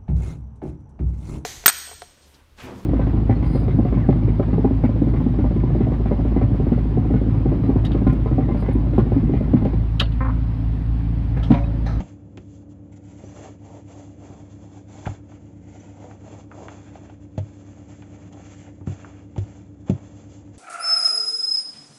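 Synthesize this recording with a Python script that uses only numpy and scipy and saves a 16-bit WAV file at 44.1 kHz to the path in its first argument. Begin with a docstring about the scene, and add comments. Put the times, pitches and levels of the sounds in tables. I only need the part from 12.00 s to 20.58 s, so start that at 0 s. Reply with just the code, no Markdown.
"""A ribbed plastic rolling pin works dough on a floured mat in a kitchen, close to a phone's microphone.
Each stroke is filtered random slips: ribs rumble, the barrel rubs, flour hisses; hands pat and brush too.
Handles clack (snap and rattle through the hollow shell) and squeak (short rising tones); now and then
the pin drops and thumps the table, ringing its modes.
Behind, a compressor, probably a refrigerator's, throbs against the mains hum over a low rush of noise."""
import sys
import numpy as np
from scipy import signal
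from scipy.fft import rfft, irfft, next_fast_len
from scipy.io import wavfile

SR = 44100
rng = np.random.default_rng(int(sys.argv[2]) if len(sys.argv) > 2 else 0)


def store_pcm(level_fs):
    """Save levels as 16-bit WAV."""
    pcm = np.round(np.clip(level_fs, -1, 1) * 32767).astype(np.int16)
    wavfile.write(sys.argv[1], SR, np.atleast_2d(pcm).T)


N = 378368
TIME = np.arange(N) / SR  # seconds

# Strokes of the pin over the dough. Each row: start in seconds, speeding up in seconds, slowing down in
# seconds, then rumble of the ribs, rubbing on dough and hiss of flour in dB, before the trims in rolling().
STROKES = [(0.95, 0.38, 0.16, -56, -65.5, -64), (1.31, 0.1, 0.18, -46.5, -58.5, -58.5),
           (1.579, 0.16, 0.11, -48.5, -65, -64.0), (1.834, 0.14, 0.2, -50, -65, -61.5),
           (2.14, 0.18, 0.21, -50.5, -64.5, -64), (2.515, 0.27, 0.084, -56, -69, -66.5),
           (2.864, 0.18, 0.15, -45.5, -57, -55.5), (3.6, 0.23, 0.13, -53, -63, -64),
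           (3.899, 0.21, 0.085, -48, -64, -64.5), (4.176, 0.14, 0.16, -48.5, -61.5, -62.5),
           (4.48, 0.13, 0.19, -45, -62.5, -62), (4.675, 0.05, 0.21, -49.5, -56.5, -60),
           (4.86, 0.083, 0.25, -54.5, -61.5, -67), (5.36, 0.17, 0.7, -57.5, -65.5, -66.5),
           (5.868, 0.033, 0.2, -73, -67, -68), (5.977, 0.26, 0.093, -57, -64.5, -67),
           (6.303, 0.032, 0.1, -48, -62, -64), (6.369, 0.11, 0.31, -57.0, -59, -60),
           (6.858, 0.021, 0.23, -53.5, -58, -60.5), (6.94, 0.12, 0.22, -53.5, -59, -66),
           (7.335, 0.12, 0.33, -58.5, -65.5, -66.5), (7.856, 0.026, 0.2, -48, -58.5, -64),
           (7.93, 0.17, 0.56, -59.5, -69, -68)]
# Brushes of a hand over dough or pin. Each row: start in seconds, speeding up in seconds, slowing down in
# seconds, then rubbing and hiss of flour in dB, before the same trims.
BRUSHES = [(-.016, 0.014, 0.18, -63, -64), (.371, 0.17, 0.072, -79, -70), (.56, 0.011, 0.067, -76, -69.5),
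           (.685, .027, 0.028, -81, -68), (.914, .014, 0.022, -67, -69), (.955, .017, 0.014, -69, -64),
           (2.483, .042, 0.071, -67, -65), (3.11, 0.034, .04, -66, -74), (3.283, 0.018, 0.1, -63.5, -67.5),
           (4.375, 0.034, 0.014, -61, -59.5), (6.64, 0.044, 0.028, -57.5, -71),
           (8.137, 0.06, 0.034, -63, -61.5), (8.275, 0.079, 0.073, -69, -62), (8.52, 0.036, .03, -70, -67)]
# Exponents of speed (no unit) by which contact power grows, in the order ribs, rubbing, flour.
SPEED_LAW = (1.21, 0.97, 1.0)
PALM_RUMBLE_DB = 5  # rumble under a brushing hand, above its rubbing
GRIP_S = 0.92  # the hands leave the dough and take the pin
# Ribs, rubbing and flour between strokes, in dB: hands pressing the dough, then the pin creeping on it.
PRESSING_DB, CREEPING_DB = (-68.5, -80.5, -83), (-66.5, -73.5, -76)
# Colours of the ribs, the rubbing and the flour. Each row: frequency in Hz, density in dB per Hz.
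RUMBLE = [(60, -16.5), (150, -4.5), (300, 3), (450, 1.5), (700, -1), (900, -2), (1150, -7.5), (2000, -33),
          (8000, -56)]
RUB = [(300, -32), (800, -2.5), (1150, 4.5), (1500, 9), (2300, 4.5), (3400, -8.5), (4500, -18.5),
       (8000, -29)]
FLOUR = [(1000, -36), (2800, -4), (3900, 0.5), (5000, 1), (6200, 2.5), (7500, 5.5), (9000, -40.5)]
# Resonances of the hollow pin. Each row: frequency in Hz, width in Hz, lift in dB.
PIN = [(599, 47, 5.5), (767, 130, 5.5), (916, 96, 3), (1087, 340, -4), (1390, 50, 1.5), (1570, 51, 1.5),
       (1640, 510, -5.5), (1980, 350, -0.5), (3400, 270, 2.5)]
# Hum lines, each a sum of two rhythms. Each row: multiple of the shaft's turning, multiple of the mains
# buzz, level in dB rms.
HUM_LINES = [(2, 0, -54), (0, 1, -47.5), (3, 0, -53), (1, 1, -65), (4, 0, -60.5), (2, 1, -65.5),
             (5, 0, -57.5), (0, 2, -75), (6, 0, -55.5), (2, 2, -65.5), (8, 0, -50), (11, -1, -56.5),
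             (9, 0, -61.5), (12, -1, -70), (12, 0, -76.5), (8, 2, -66.5), (7, 3, -67)]
# The compressor's turning rate. Each row: time in seconds, turns per second.
SHAFT = [(0, 36.23), (2, 36.24), (2.6, 36.29), (5, 36.315), (8.58, 36.32)]
BUZZ_HZ, THROB_AT_S = 100.02, 4.012  # mains buzz; a moment when it is in step with the shaft
# Colour of the kitchen's rush. Each row: frequency in Hz, density in dB per Hz.
ROOM = [(20, -40.5), (35, -17), (50, -9), (70, -3.5), (100, -4.5), (122, -6), (175, -1), (240, -10),
        (300, -3.5), (400, -14), (600, -18), (1100, -33.5), (3000, -47), (7500, -50.5)]
# Blows on the table. Each row: start in seconds, then in dB a push near 50 Hz, boom near 100 Hz,
# body near 180 Hz, knock near 350 Hz and rap near 620 Hz.
THUMPS = [(0.0, -22, -42, -10, -37, -46), (.374, -32, -44, -29, -27.5, -45),
          (1.236, -43, -41, -27.5, -29, -35), (2.299, -42, -35, -32, -34, -46),
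          (3.0653, -18, -22, -21, -26, -31), (5.377, -43, -15.5, -22.5, -30.5, -17.5),
          (6.808, -46, -29, -41, -34, -49), (6.872, -38.5, -18, -14, -24, -35.5),
          (7.379, -23, -14, -62, -20.5, -35), (7.8956, -34, -16.5, -0.5, -14, -21.5)]
# Modes of the table. Each row: frequency in Hz, level in dB, undamped 60 dB decay in seconds.
TABLE_MODES = [(56, -4, 0.13), (74.5, -15, 0.43), (98.3, -1.5, 0.42), (133.1, -7.5, 0.33),
               (184.4, -7.5, 0.11), (220, -20.5, 0.1), (255, -17.5, 0.18), (360.5, -9, 0.14),
               (405, -7.5, 0.062), (529, -4.5, 0.062), (626.5, -13, 0.13), (850, -16.5, 0.068)]
# Clacks of the pin. Each row: start in seconds, strength in dB, strongest frequency in Hz, fall above it
# in dB per octave, rattle relative to the snap in dB.
CLACKS = [(.002, -5, 700, 8, 9.5), (0.3724, -8.5, 1800, 9, -3.5), (.376, -12, 900, 7.5, -3),
          (1.2365, -12, 600, 12, -8), (1.881, -20, 600, 6, 2), (2.639, -9.5, 620, 18, 3),
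          (2.770, -12.5, 700, 14, 6), (3.055, -3.5, 1550, 25, 12), (3.063, 2, 1350, 12, 1),
          (3.071, 9, 800, 15, -2.5), (3.316, -12, 1000, 21, 4), (4.001, -21, 700, 9, -2),
          (4.039, -2, 700, 21, 1.5), (4.110, -6, 1400, 20, -1.5), (4.513, 2, 1340, 28, 0),
          (4.682, 1.5, 1300, 15.5, -1), (4.953, -6, 680, 12, 4.5), (5.095, -16, 750, 9, 8.5),
          (5.377, -7, 650, 6, 8.5), (6.021, -12.5, 1500, 12.5, 1.5), (6.273, -17.5, 700, 12, -4),
          (6.325, -27.5, 700, 2, 10), (6.808, -11, 890, 18, 1.5), (6.870, -8, 1100, 15.5, 6.5),
          (7.044, 4, 1400, 34, -5), (7.36, -5, 670, 10.5, 5.5), (7.379, -10, 662, 3.5, 3),
          (7.881, -6.5, 700, 10, 5), (7.897, -2.5, 650, 4.5, 1.5), (7.902, 4, 646, 47, -1),
          (7.978, -20, 900, 10, -7)]
LOW_SLOPE_SHARE = 0.62  # a clack falls away more gently on its bass side
CREST_OCTAVES = 0.068  # width of the rounded top of a clack's colour
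# Squeaks of the handle on its axle. Each row: start in seconds, length in seconds, middle pitch in Hz,
# peak in dB.
SQUEAKS = [(1.24, .04, 5950, -56), (1.284, .03, 5970, -57.5), (1.344, .018, 6020, -58),
           (3.797, .02, 6110, -53.5), (7.455, .04, 4420, -67), (8.29, .03, 5000, -63)]
EDGE_HZ = 7680  # top of the phone's band


def amp(db):
    """Decibels to gain."""
    return 10 ** (np.asarray(db) / 20)


def unit(x):
    """Scales to rms 1."""
    return x / np.sqrt(np.mean(x ** 2) + 1e-20)


def read(points, hz):
    """Reads a spectrum on a log-frequency axis."""
    f, value = np.transpose(points)
    return np.interp(np.log(hz + 1), np.log(f + 1), value)


def colour(x, db_at):
    """Filters x, without phase shift, by a gain in dB given as a function of frequency."""
    size = next_fast_len(len(x) + 2048)
    gain = amp(db_at(np.fft.rfftfreq(size, 1 / SR)))
    return irfft(rfft(x, size) * gain, size)[:len(x)]


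def struck(x, db_at):
    """Filters x by a gain in dB so that resonances ring only after their cause (minimum phase)."""
    size = 4096
    log_gain = np.log(amp(db_at(abs(np.fft.fftfreq(size, 1 / SR)))))
    response = np.fft.ifft(np.exp(np.conj(signal.hilbert(log_gain)))).real
    return signal.fftconvolve(x, response[:size // 2])[:len(x)]


def drift(rate_hz):
    """Slow random wandering of rms 1."""
    return unit(colour(rng.standard_normal(N), lambda f: -20 * np.log10(1 + (f / rate_hz) ** 4)))


def add(mix, s, sound):
    """Mixes a sound in at time s."""
    part = mix[max(round(s * SR), 0):][:len(sound)]
    part += sound[:len(part)]


def pin_db(hz):
    """The lift that the pin's shell gives to whatever excites it."""
    return sum(db / (1 + (2 * (hz - f) / width) ** 2) for f, width, db in PIN)


def friction(spectrum, per_s, spread_db, smooth):
    """Many tiny slips of uneven size over smooth sliding, heard through the pin."""
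    sizes = amp(spread_db * np.minimum(rng.exponential(1, N), 4)) * rng.choice([-1, 1], N)
    slips = unit(sizes * (rng.random(N) < per_s / SR))
    sliding = smooth * rng.standard_normal(N)
    return unit(struck(slips + sliding, lambda f: read(spectrum, f) + pin_db(f)))


def speed(start, rise, fall):
    """A hand's speed, 0-1: it gathers smoothly from rest and comes smoothly back to rest."""
    return np.sin(np.pi * np.interp(TIME, np.cumsum([start, rise, fall]), [0, .5, 1])) ** 2


def contact():
    """Gains of ribs, rubbing and flour: motion adds power by its speed to that of the resting contact."""
    resting_db = np.where(TIME < GRIP_S, np.c_[list(PRESSING_DB)], np.c_[list(CREEPING_DB)])
    power = amp(resting_db) ** 2
    brushes = [(*timing, rub + PALM_RUMBLE_DB, rub, flour) for *timing, rub, flour in BRUSHES]
    for start, rise, fall, *levels in list(STROKES) + brushes:
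        pace = speed(start, rise, fall)
        moving = (TIME > start) & (TIME < start + rise + fall)
        for layer, db, law in zip(power, levels, SPEED_LAW):
            layer[moving] += amp(db) ** 2 * pace[moving] ** law
    return np.sqrt(power)


def reflected(x, wet_db=-11, t60=.05):
    """Arms, table and cupboards throw back early echoes, whose pattern slowly wanders."""
    t = np.arange(SR // 10) / SR
    paths = rng.standard_normal((2, len(t))) * amp(-60 * t / t60)
    first, second = (signal.fftconvolve(x, path / np.linalg.norm(path))[:N] for path in paths)
    place = drift(rate_hz=1.3)  # radians of crossfade between the two echo patterns
    return x + amp(wet_db) * (np.cos(place) * first + np.sin(place) * second)


def rolling(rumble_db=0.75, rub_db=0.5, flour_db=2.5, uneven_db=1.8):
    """Ribs patter into the dough, the barrel rubs, and flour crunches under it; the dB trim each layer."""
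    rumble, rub, flour = contact()
    pressure_db = uneven_db * drift(rate_hz=15)
    ribs = rumble * amp(rumble_db) * friction(RUMBLE, per_s=450, spread_db=2, smooth=.7)
    barrel = rub * amp(rub_db) * friction(RUB, per_s=1100, spread_db=3, smooth=1.2)
    grains = flour * amp(flour_db) * friction(FLOUR, per_s=2500, spread_db=3, smooth=1.4)
    return reflected((ribs + barrel + grains) * amp(pressure_db))


def compressor(waver_db=0.26):
    """Shaft orders and mains buzz mix; three shaft orders against one buzz beat about nine times a second."""
    turns = np.cumsum(np.interp(TIME, *np.transpose(SHAFT))) / SR
    turns = turns - np.interp(THROB_AT_S, TIME, turns)
    buzz = BUZZ_HZ * (TIME - THROB_AT_S)
    phases, out = rng.random(32), np.zeros(N)
    for shaft_order, buzz_order, db in HUM_LINES:
        k, m = round(shaft_order), round(buzz_order)
        # lines that beat together share a phase, so they are in step at THROB_AT_S
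        cycle = k * turns + m * buzz + phases[(k + 3 * m) % len(phases)]
        level = np.sqrt(2) * amp(db + waver_db * drift(rate_hz=1.4))
        out += level * np.cos(2 * np.pi * cycle)
    return out


def room(level_db=-50):
    """The low steady rush of the kitchen: noise of a fixed colour."""
    return amp(level_db) * unit(colour(rng.standard_normal(N), lambda f: read(ROOM, f)))


def thumps(rise_s=0.00331, held_s=.054, damp_s=0.016):
    """Each blow rings the table's modes, weighted by where it lands, until the pressed dough damps them."""
    out, t = np.zeros(N), np.arange(SR // 4) / SR
    onset = 1 - np.exp(-(t / rise_s) ** 2)
    envelope = onset * np.exp(-np.maximum(t - held_s, 0) / damp_s)
    regions_hz = [50, 100, 180, 350, 620]
    for s, *levels in THUMPS:
        weight = list(zip(regions_hz, levels))
        for hz, db, t60 in TABLE_MODES:
            ringing = amp(db + read(weight, hz) - 60 * t / t60)
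            velocity = envelope * ringing * np.sin(2 * np.pi * hz * (t - rise_s))
            add(out, s, np.gradient(velocity, t) / (2 * np.pi * hz))  # the board's acceleration radiates
    return out


def blow_db(hz, top_hz, fall_db):
    """The colour of one blow: a rounded top at top_hz, falling by the octave on either side."""
    octaves = np.log2((hz + 20) / top_hz)
    away = np.hypot(np.maximum(octaves, -LOW_SLOPE_SHARE * octaves), CREST_OCTAVES) - CREST_OCTAVES
    return np.maximum(-fall_db * away, -60)


def clacks(spread_s=.0032, rattle_t60=0.05, tail_db=-19, tail_t60=0.35, bass_hz=190):
    """The barrel strikes its axle: one sharp snap, a quick rattle and a faint tail, all through the shell."""
    out, t = np.zeros(N), np.arange(SR // 4) / SR
    fading = amp(-60 * t / rattle_t60) + amp(tail_db - 60 * t / tail_t60)
    decay = (1 - np.exp(-t / 0.0033)) * fading
    # bending waves carry the treble first; 1 kHz arrives spread_s late
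    hz = np.fft.rfftfreq(len(t), 1 / SR)
    snap = irfft(np.exp(-4j * np.pi * spread_s * np.sqrt(1000 * hz)), len(t))
    for s, db, top_hz, fall_db, rattle_db in CLACKS:
        rattle = decay * rng.standard_normal(len(t))
        force = snap + amp(rattle_db) * rattle / np.linalg.norm(rattle)
        add(out, s, amp(db) * struck(force, lambda f: blow_db(f, top_hz, fall_db) + pin_db(f)))
    return signal.sosfilt(signal.butter(2, bass_hz, "highpass", fs=SR, output="sos"), out)


def squeaks(glide=0.067, waver=0.0095):
    """The dry axle sticks and slips in thin chirps that rise a little; glide and waver are shares of pitch."""
    out, wobble = np.zeros(N), waver * drift(rate_hz=200)
    for s, length, hz, db in SQUEAKS:
        u = np.linspace(0, 1, round(length * SR))
        pitch = hz * (1 + glide * (u - .5) + wobble[round(s * SR):][:len(u)])
        tone = np.sin(2 * np.pi * np.cumsum(pitch) / SR)
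        add(out, s, amp(db) * np.sin(np.pi * u) * tone)
    return out


def scene():
    """Pin, table and kitchen at one microphone."""
    return (rolling() + compressor() + room() + thumps() + clacks() + squeaks())[None]


def record(dry, dip_db=-6, dip_from_hz=3600, dip_to_hz=5900, bass_hz=46):
    """The phone thins the deep bass, scoops the low treble and cuts off the top."""
    thin = signal.sosfilt(signal.butter(4, bass_hz, "highpass", fs=SR, output="sos"), dry[0])

    def scoop_db(f):
        """A dip with soft edges between two frequencies."""
        return dip_db * (np.tanh((f - dip_from_hz) / 70) - np.tanh((f - dip_to_hz) / 70)) / 2

    top_cut = signal.firwin(1023, EDGE_HZ, window=("kaiser", 9), fs=SR)
    return signal.oaconvolve(colour(thin, scoop_db), top_cut, "same")[None]


dry = scene()
out = record(dry)
store_pcm(out)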